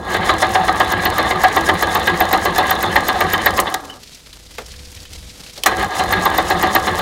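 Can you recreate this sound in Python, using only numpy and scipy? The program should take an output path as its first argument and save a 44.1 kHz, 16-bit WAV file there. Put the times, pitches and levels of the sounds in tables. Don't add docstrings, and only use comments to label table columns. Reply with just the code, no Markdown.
import sys
import numpy as np
from scipy import signal
from scipy.fft import rfft, irfft
from scipy.io import wavfile
from scipy.ndimage import uniform_filter1d

SR = 44100
rng = np.random.default_rng(int(sys.argv[2]) if len(sys.argv) > 2 else 0)


def to_wav(sig):
    pcm = np.clip(np.atleast_2d(sig), -1, 1) * 32767
    pcm = np.round(pcm).astype(np.int16)
    wavfile.write(sys.argv[1], SR, pcm.T)


def magnitude_from_level(level_db):
    exponent = np.asarray(level_db, float) / 20
    return 10 ** exponent


N = 309141
T = np.arange(N) / SR


def evened(x):
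    return x / np.sqrt(np.mean(x ** 2) + 1e-20)


def add(mix, start_s, sound):
    part = mix[round(start_s * SR):][:len(sound)]
    part += sound[:len(part)]


def coloured(x, points):
    point_hz, point_db = np.transpose(points)
    hz = np.fft.rfftfreq(len(x), 1 / SR)
    curve_db = np.interp(np.log(hz + 1), np.log(point_hz + 1), point_db)
    return evened(irfft(rfft(x) * magnitude_from_level(curve_db), len(x)))


def band(x, lo_hz, hi_hz):
    return signal.sosfilt(signal.butter(3, [lo_hz, hi_hz], "band", fs=SR, output="sos"), x)


def grit(per_s, spread_db):
    size = magnitude_from_level(spread_db * np.minimum(rng.exponential(1, N), 4))
    sign = rng.choice([-1., 1.], N)
    return evened(size * sign * (rng.random(N) < per_s / SR))


def drift(per_s):
    knots_per_s = 400
    knots = rng.standard_normal(int(N / SR * knots_per_s) + 2)
    span = max(int(knots_per_s / per_s), 1)
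    knots = evened(uniform_filter1d(uniform_filter1d(knots, span), span))
    return np.interp(T * knots_per_s, np.arange(len(knots)), knots)


def burst(t60_s, hz, width_hz, treble_db):
    t = np.arange(round(t60_s * SR)) / SR
    noise = rng.standard_normal(len(t)) * magnitude_from_level(-60 * t / t60_s) * np.minimum(t / 0.00035, 1)
    ring = signal.lfilter(*signal.iirpeak(hz, hz / width_hz, SR), noise)
    crack = signal.lfilter(*signal.butter(1, 2500, "high", fs=SR), noise * magnitude_from_level(-40 * t / t60_s))
    out = evened(ring) + magnitude_from_level(treble_db) * evened(crack)
    return out / abs(out).max()


# frequency in Hz, level in dB.
TRICKLE_COLOUR = [(70, -7), (190, 2.5), (500, -4), (1100, -9), (2500, -6.5), (4800, -3.5), (8000, -9.5),
                  (12000, -14), (16000, -26)]
# frequency in Hz, level in dB.
SPLASH_COLOUR = [(800, -53), (2000, 6), (4200, 9.5), (7000, 4), (12000, -14)]
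# time in
# seconds, level in dB.
TRICKLE_LEVEL = [
    (.1, -51),
    (3.7, -40),
    (4.2, -41.5),
    (5.35, -38.5),
    (5.75, -38),
]


def trickle():
    drops = rng.standard_normal(N) + 0.62 * grit(700, 4.2)
    wash = coloured(drops, TRICKLE_COLOUR) * magnitude_from_level(2.55 * drift(70))
    splash_db = 7.5 * np.clip(drift(60), -2, 2) - 9.5
    splashes = coloured(rng.standard_normal(N), SPLASH_COLOUR) * magnitude_from_level(splash_db)
    return (wash + splashes) * magnitude_from_level(np.interp(T, *np.transpose(TRICKLE_LEVEL)) - 4.5)


# frequency in Hz, level in dB.
TRAFFIC_COLOUR = [(20, -5), (36, 1.5), (75, 2.5), (140, -5.5), (300, -23), (500, -41), (1000, -79)]
# time in seconds, level in dB, exhaust note in Hz.
PASSING = [
    (3.7, -56, 50),
    (4.2, -51.5, 50.1),
    (4.58, -46, 52.2),
    (4.8, -41.5, 67.3),
    (5.06, -42.5, 86.2),
    (5.27, -39, 58),
    (5.35, -49, 52.4),
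    (5.75, -47, 49),
]


def traffic():
    time_s, level_db, note_hz = np.transpose(PASSING)
    phase = 2 * np.pi * np.cumsum(np.interp(T, time_s, note_hz)) / SR
    note = magnitude_from_level(1 + 0.5 * drift(9)) * np.sin(phase)
    rumble = magnitude_from_level(-1) * coloured(rng.standard_normal(N), TRAFFIC_COLOUR)
    return (rumble + note) * magnitude_from_level(np.interp(T, time_s, level_db))


def drone():
    level_db = np.interp(T, [4.3, 4.45], [-70, -55]) + 2 * drift(8)
    return magnitude_from_level(level_db) * np.sin(2 * np.pi * 495.3 * T)


# start in seconds, peak in dB, colour in Hz.
DRIPS = [(4.0326, -24.5, 4200), (4.074, -31, 3720), (4.1464, -28, 5450), (4.1708, -34, 4380),
         (4.2606, -27.5, 3090), (4.329, -24.5, 3780), (4.4672, -30, 3850), (4.5824, -15.5, 2070),
         (4.6607, -26, 4730), (4.7176, -25.5, 4840), (4.739, -28, 2400), (4.762, -28, 4370),
         (4.8528, -29, 5040), (4.9446, -31, 3110), (4.9725, -30, 2830), (5.0009, -26, 4710),
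         (5.0528, -25, 3100), (5.1321, -25, 4950), (5.205, -34, 5030), (5.2279, -31, 3370),
         (5.4355, -26, 3670), (5.4624, -25, 2900), (5.4948, -26, 3410), (5.5342, -28, 4870),
         (5.5572, -28, 4020), (5.5771, -19, 4140)]


def drips():
    out = np.zeros(N)
    for start_s, db, hz in DRIPS:
        add(out, start_s, magnitude_from_level(db - 2) * burst(0.059, hz, 1600, -15))
    return out


def driveway(x):
    t = np.arange(9000) / SR
    sign = rng.choice([-1., 1.], len(t))
    taps = sign * (rng.random(len(t)) < .05) * magnitude_from_level(-60 * t / 0.17) * (t > .003)
    taps = signal.lfilter(*signal.butter(4, 5000, fs=SR), taps)
    return signal.oaconvolve(x, taps / np.linalg.norm(taps))[:N]


# time in seconds, gear rattle in dB, motor load in dB.
EFFORT = [
    [(0, -36.5, -31.5), (.05, -29, -34.5), (.11, -23.5, -29.5), (3.5, -23.5, -30), (3.63, -31, -27.5),
     (3.7, -26, -40), (3.78, -33.5, -42), (3.97, -41, -49), (4.05, -73, -58)],
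    [(5.66, -28, -37), (5.72, -21, -29.5), (5.76, -27, -28.5), (5.83, -18, -31.5), (5.875, -30.5, -29),
     (5.91, -26, -64), (5.99, -23.5, -30.5), (6.3, -23.5, -29.5), (7.01, -24.5, -30)],
]


def effort(column):
    out = np.full(N, -120.)
    for rows in map(np.array, EFFORT):
        on = (T >= rows[0, 0]) & (T <= rows[-1, 0])
        out[on] = np.interp(T[on], rows[:, 0], rows[:, column])
    return out


def crackle():
    t = np.arange(200) / SR
    snap = rng.standard_normal(len(t)) * magnitude_from_level(-60 * t / 0.0047)
    snaps = signal.oaconvolve(grit(70, 4.5), snap)[:N]
    return magnitude_from_level(effort(column=1) - 26) * evened(band(snaps, 4500, 14600))


# top in seconds, knock in dB, upper ring in dB re knock, chirp in dB.
FIRST_RUN = [(0.145, -15, 4.5, -60), (0.293, -4.5, -3.5, -60), (0.423, -2.5, -5.5, -60),
             (0.55, -3.5, -3.5, -60), (0.682, -5, -3, -60), (0.803, -4, -2.5, -22), (0.925, -6.5, -7, -15),
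             (1.055, -6, -1, -9), (1.184, -4.5, -2.5, -13), (1.308, -5.5, -3, -26), (1.439, -3, -1, -13),
             (1.567, -5, -3.5, -16), (1.69, -1.5, -5, -21), (1.827, -5, -5, -11), (1.952, -3.5, -7, -12),
             (2.074, -4.5, -1.5, -17), (2.206, -6, -3, -5), (2.331, -4.5, -2.5, -7),
             (2.454, -7.5, -2.5, -16), (2.583, -3.5, -3.5, -12), (2.71, -4.5, -4.5, -4),
             (2.83, -5.5, -3, -12), (2.96, -4.5, -1, -13), (3.086, -5, 0.5, -9), (3.209, -8, -0.5, -12),
             (3.336, -8.5, 1, -8), (3.462, -4, 0.5, -3), (3.578, -12, 1, -18)]
SECOND_RUN = [
    (5.802, -28, 9, -60),
    (5.996, -7.5, -4.5, -60),
    (6.127, -8.5, 2.5, -12),
    (6.256, -2.5, -5.5, -11),
    (6.382, -6, -4, -10.5),
    (6.504, -5.5, -4.5, -18),
    (6.629, -5, -3.5, -12),
    (6.753, -3, -2.5, -3.5),
    (6.872, -5.5, -0.5, -27),
    (6.992, -9.5, -3.5, -21),
]
STROKES = FIRST_RUN + SECOND_RUN


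def turn():
    tops_s = [row[0] for row in STROKES]
    return 2 * np.pi / 3 * np.interp(T, tops_s, np.arange(len(STROKES)))


# offset from top in ms, colour in Hz, peak in dB for first, second and third cylinder.
TICK_CYCLE = [
    (-43, 3700, -21, -23, -19.5),
    (-33.5, 4900, -23, -15.5, -24),
    (-21, 14000, -38, -33, -39),
    (-4, 7000, -16.5, -18, -14.5),
    (44.5, 3700, -45, -15, -15.5),
]


def cycle_ticks():
    ticks = []
    for k, (top_s, *_) in enumerate(STROKES):
        for ms, hz, *cylinder_db in TICK_CYCLE:
            late, size, tune = np.clip(rng.standard_normal(3), -2, 2)
            start_s = top_s + ms / 1000 + 0.0017 * late
            ticks.append((start_s, cylinder_db[k % 3] + 2 * size, hz + 595 * tune))
    return ticks


# start in seconds, peak in dB, colour in Hz.
TICKS = [
    (3.6007, -16, 9700),
    (3.7249, -22, 5650),
    (3.7422, -5, 4940),
    (3.853, -26, 5890),
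    (4.9172, -27, 7140),
    (4.95, -21, 5890),
    (5.1322, -23, 5120),
    (5.6354, -12, 5650),
    (5.66, -1.5, 7150),
]


def ticks():
    out = np.zeros(N)
    for start_s, db, hz in TICKS + cycle_ticks():
        add(out, start_s, magnitude_from_level(db - 3) * burst(0.018, hz, 5200, -11))
    return out


# start in seconds, peak in dB, treble in dB re ring, decay t60 in seconds, colour in Hz.
CLUNKS = [(3.6, -2, 13, 0.054, 8900), (3.7414, -4.5, 1, 0.039, 3700), (4.583, -21, -21, 0.17, 496),
          (4.584, -25, -25, .16, 1290), (5.575, -28.5, -15, 0.18, 520), (5.6354, -3.5, 2, 0.033, 3320),
          (5.6348, -18, -7, .03, 5860), (5.6621, -1.5, 11, 0.085, 6800), (5.662, -3, -20, .1, 1690),
          (5.907, -24, -16, .04, 5600), (3.899, -28, -6, .03, 1500)]


def clunks():
    out = np.zeros(N)
    for start_s, db, treble_db, t60_s, hz in CLUNKS:
        add(out, start_s, magnitude_from_level(db) * burst(t60_s, hz, 0.21 * hz + 150, treble_db))
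    return out


# time in seconds, level in dB, pitch in Hz.
SQUEAL = [
    (3.893, -54, 2980),
    (3.9, -25.5, 2960),
    (3.915, -40, 3110),
    (3.932, -36, 2920),
    (3.94, -55, 2930),
]


def squeal():
    time_s, db, hz = np.transpose(SQUEAL)
    tone = np.sin(2 * np.pi * np.cumsum(np.interp(T, time_s, hz)) / SR)
    return magnitude_from_level(np.interp(T, time_s, db, -120, -120)) * tone


# multiple of the shaft speed, level in dB.
SHAFT_ORDERS = [(1, -14), (2, -7), (4, -1)]
# frequency in Hz, level in dB.
RUMBLE_COLOUR = [(20, -12), (45, 3), (100, 7.5), (135, -5.5), (200, 5.5), (340, -10), (500, 5), (700, -20),
                 (1100, -90)]
# share of turn, level in dB, pitch in Hz, length in ms.
THUMPS = [
    (0.109, -2.5, 93.5, 70),
    (0.163, 0, 171, 60),
    (.34, -5, 61, 70),
    (0.421, -8, 183, 50),
    (.46, -8.5, 94, 75),
    (.64, -25, 60, 74),
    (.72, -11, 93, 52),
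    (.9, -5, 70, 80),
]
# time in seconds, whine level in dB.
WHINE = [
    (0, -44),
    (.06, -54),
    (.12, -27),
    (.2, -50),
]


def starter():
    shaft_hz, key_off_s, key_on_s, coast_s = 85.1, 3.62, 5.66, .9
    angle = turn()
    coasting_s = np.maximum(T - key_off_s, 0) * (T < key_on_s)
    sag = 1 + .07 * np.cos(angle - .6) + 0.01934 * drift(20.04)
    cycles = np.cumsum(shaft_hz * np.exp(-coasting_s / coast_s) * sag) / SR
    hum = sum(magnitude_from_level(db + 3 * drift(25)) * np.sin(2 * np.pi * k * cycles) for k, db in SHAFT_ORDERS)
    swell_db = -2.5 + 2.6 * np.cos(angle - .7) + 3.2 * np.cos(3 * angle - 2.2)
    low = hum * magnitude_from_level(swell_db) + coloured(rng.standard_normal(N), RUMBLE_COLOUR)
    for share, db, hz, ms in THUMPS:
        t = np.arange(round(ms / 1000 * SR)) / SR
        thump = magnitude_from_level(db + 6) * np.hanning(len(t)) * np.sin(2 * np.pi * hz * t)
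        for middle_s in np.interp(np.arange(13) + share, angle / (2 * np.pi), T, right=T[-1]):
            add(low, max(middle_s - t[-1] / 2, 0), thump)
    whine_gain = magnitude_from_level(np.interp(T, *np.transpose(WHINE), right=-120)) + magnitude_from_level(effort(column=1) - 10)
    whine = whine_gain * np.sin(2 * np.pi * 1648 * T + 1.9 * drift(40))
    return magnitude_from_level(effort(column=2)) * low + whine


def chirps():
    out, t = np.zeros(N), np.arange(700) / SR
    for top_s, _, _, db in STROKES:
        stretch, glide, tune = rng.uniform(-1.3, 1, 3)
        u = t / (0.0016 * (1 + .17 * stretch))
        flutter = 0.045 * u * np.exp(-u / 2.9) * np.cos(2 * np.pi * 180 * t)
        shape = u ** 4 * np.exp(4 - 4 * u) + flutter
        hz = 13730 + 198 * tune
        whistle = np.sin(2 * np.pi * hz * (t + (3.1 * glide - 1.5) * t ** 2))
        add(out, top_s - .0025, magnitude_from_level(db) * shape * whistle)
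    return out


# time in seconds, knock in dB, upper ring in dB re knock, hiss in dB re knock, spread in ms.
SHOCKS = [
    (3.592, -0.5, -4.5, -31, 3.6),
    (3.656, -18.5, -1.5, -37, 21),
    (3.745, -15, -3, -23, 4.7),
    (5.638, -20.5, -21, -40, 10),
    (5.66, -2.5, -1, -40, 11.2),
]


def blows():
    usual_knock_db, leak_db, spread_ms = -4.5, -25.5, 9.6
    strokes = []
    for top_s, db, upper_db, _ in STROKES:
        hiss_db = leak_db + 0.38 * (db - usual_knock_db) - db
        strokes.append((top_s, db, upper_db, hiss_db, spread_ms))
    return strokes + SHOCKS


# frequency in Hz, level in dB.
HISS_COLOUR = [(2500, -54), (4000, -16), (5000, 0), (6100, -3.5), (6750, 2.5), (7500, -6), (10000, -5),
               (12500, -12.5), (14500, -23), (16000, -9)]


def hiss():
    level = magnitude_from_level(effort(column=1) - 22.5)
    t = np.arange(-3000, 2600) / SR
    rise = np.exp(-abs(t / .042) ** 3) * (1 + t / .1)
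    puff = np.where(t < 0, rise, np.exp(-t / .013))
    for top_s, db, _, hiss_db, _ in blows():
        add(level, top_s - 3000 / SR, magnitude_from_level(db + hiss_db - 6.5) * puff)
    air = .8 * rng.standard_normal(N) + .5 * grit(1500, 3.4)
    return level * magnitude_from_level(2.6 * drift(120)) * coloured(air, HISS_COLOUR)


def ringing(drive, modes, wander_db):
    out = np.zeros(N)
    for hz, width_hz, db in modes:
        r, w = np.exp(-np.pi * width_hz / SR), 2 * np.pi * hz / SR
        wandering = drive * magnitude_from_level(wander_db * drift(45))
        ring = signal.lfilter([1, 0, -1], [1, -2 * r * np.cos(w), r * r], wandering)
        out += magnitude_from_level(db) * np.sqrt(width_hz / SR) * ring
    return out


# frequency in Hz, width in Hz, level in dB.
BLOCK_LOW = [(329, 165, -2.5), (420, 100, -16), (580, 150, -5.5), (678, 61, -8.5), (761.3, 54.5, 3),
             (865, 125, 0.5), (1051, 49, -1), (1132, 36, -5), (1197, 56, -2), (1155, 23, -17)]
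BLOCK_HIGH = [(1541, 31, -3.5), (1703, 102, 2), (1831, 74, -3.5), (1920, 100, -7), (2000, 200, -6.5),
              (2554, 25, -19.5), (2760, 490, -9), (3050, 160, -10.5), (3522, 280, -3), (3850, 94, -11.5)]
FLYWHEEL = [(1646, 16, 1.5), (4096, 45, -6.5)]


def block():
    full_rattle_db, dulling = -23.5, 0.79
    rattle_db = effort(column=1)
    low = magnitude_from_level(rattle_db + 1.02 * drift(45) - 1.5)
    high = low * magnitude_from_level(dulling * np.minimum(rattle_db - full_rattle_db, 0) - 2.5)
    for top_s, db, upper_db, _, spread_ms in blows():
        u = np.arange(5000) / SR / (spread_ms / 1000)
        blow = (1 - np.exp(-u / 0.66)) * (np.exp(-u ** 2 / 2.76) + 0.72 * np.exp(-u / 2.64))
        add(low, top_s - .004, magnitude_from_level(db - 9) * blow)
        add(high, top_s - .004, magnitude_from_level(db + upper_db - 6.5) * blow ** 2.17)
        add(high, top_s - .034, magnitude_from_level(db + upper_db - 38) * np.hanning(1700))
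    contacts = 0.69 * grit(3000, 2.3) + 0.5 * rng.standard_normal(N)
    contacts *= magnitude_from_level(1.37 * drift(180) - 1.33)
    lower_ring = band(ringing(low * contacts, BLOCK_LOW, 2.5), 270, 1281)
    upper_ring = band(ringing(high * contacts, BLOCK_HIGH + FLYWHEEL, 3.74), 1616, 4100)
    return lower_ring + upper_ring


def scene():
    yard = trickle() + traffic() + drone()
    strikes = ticks() + drips() + clunks() + squeal()
    close = block() + hiss() + chirps() + strikes
    echo = magnitude_from_level(-21.5) * driveway(close)
    return (close + echo + starter() + yard + crackle())[None]


def roll_off(x):
    return signal.sosfilt(signal.butter(12, 16640, fs=SR, output="sos"), x)


def record(dry):
    limited = np.tanh(dry * 1.1) * .98
    treble_limit = signal.firwin(401, 15900, window=("kaiser", 8), fs=SR)
    mix = signal.oaconvolve(limited, treble_limit[None], "same")
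    return roll_off(mix)


dry = scene()
out = record(dry)
to_wav(out)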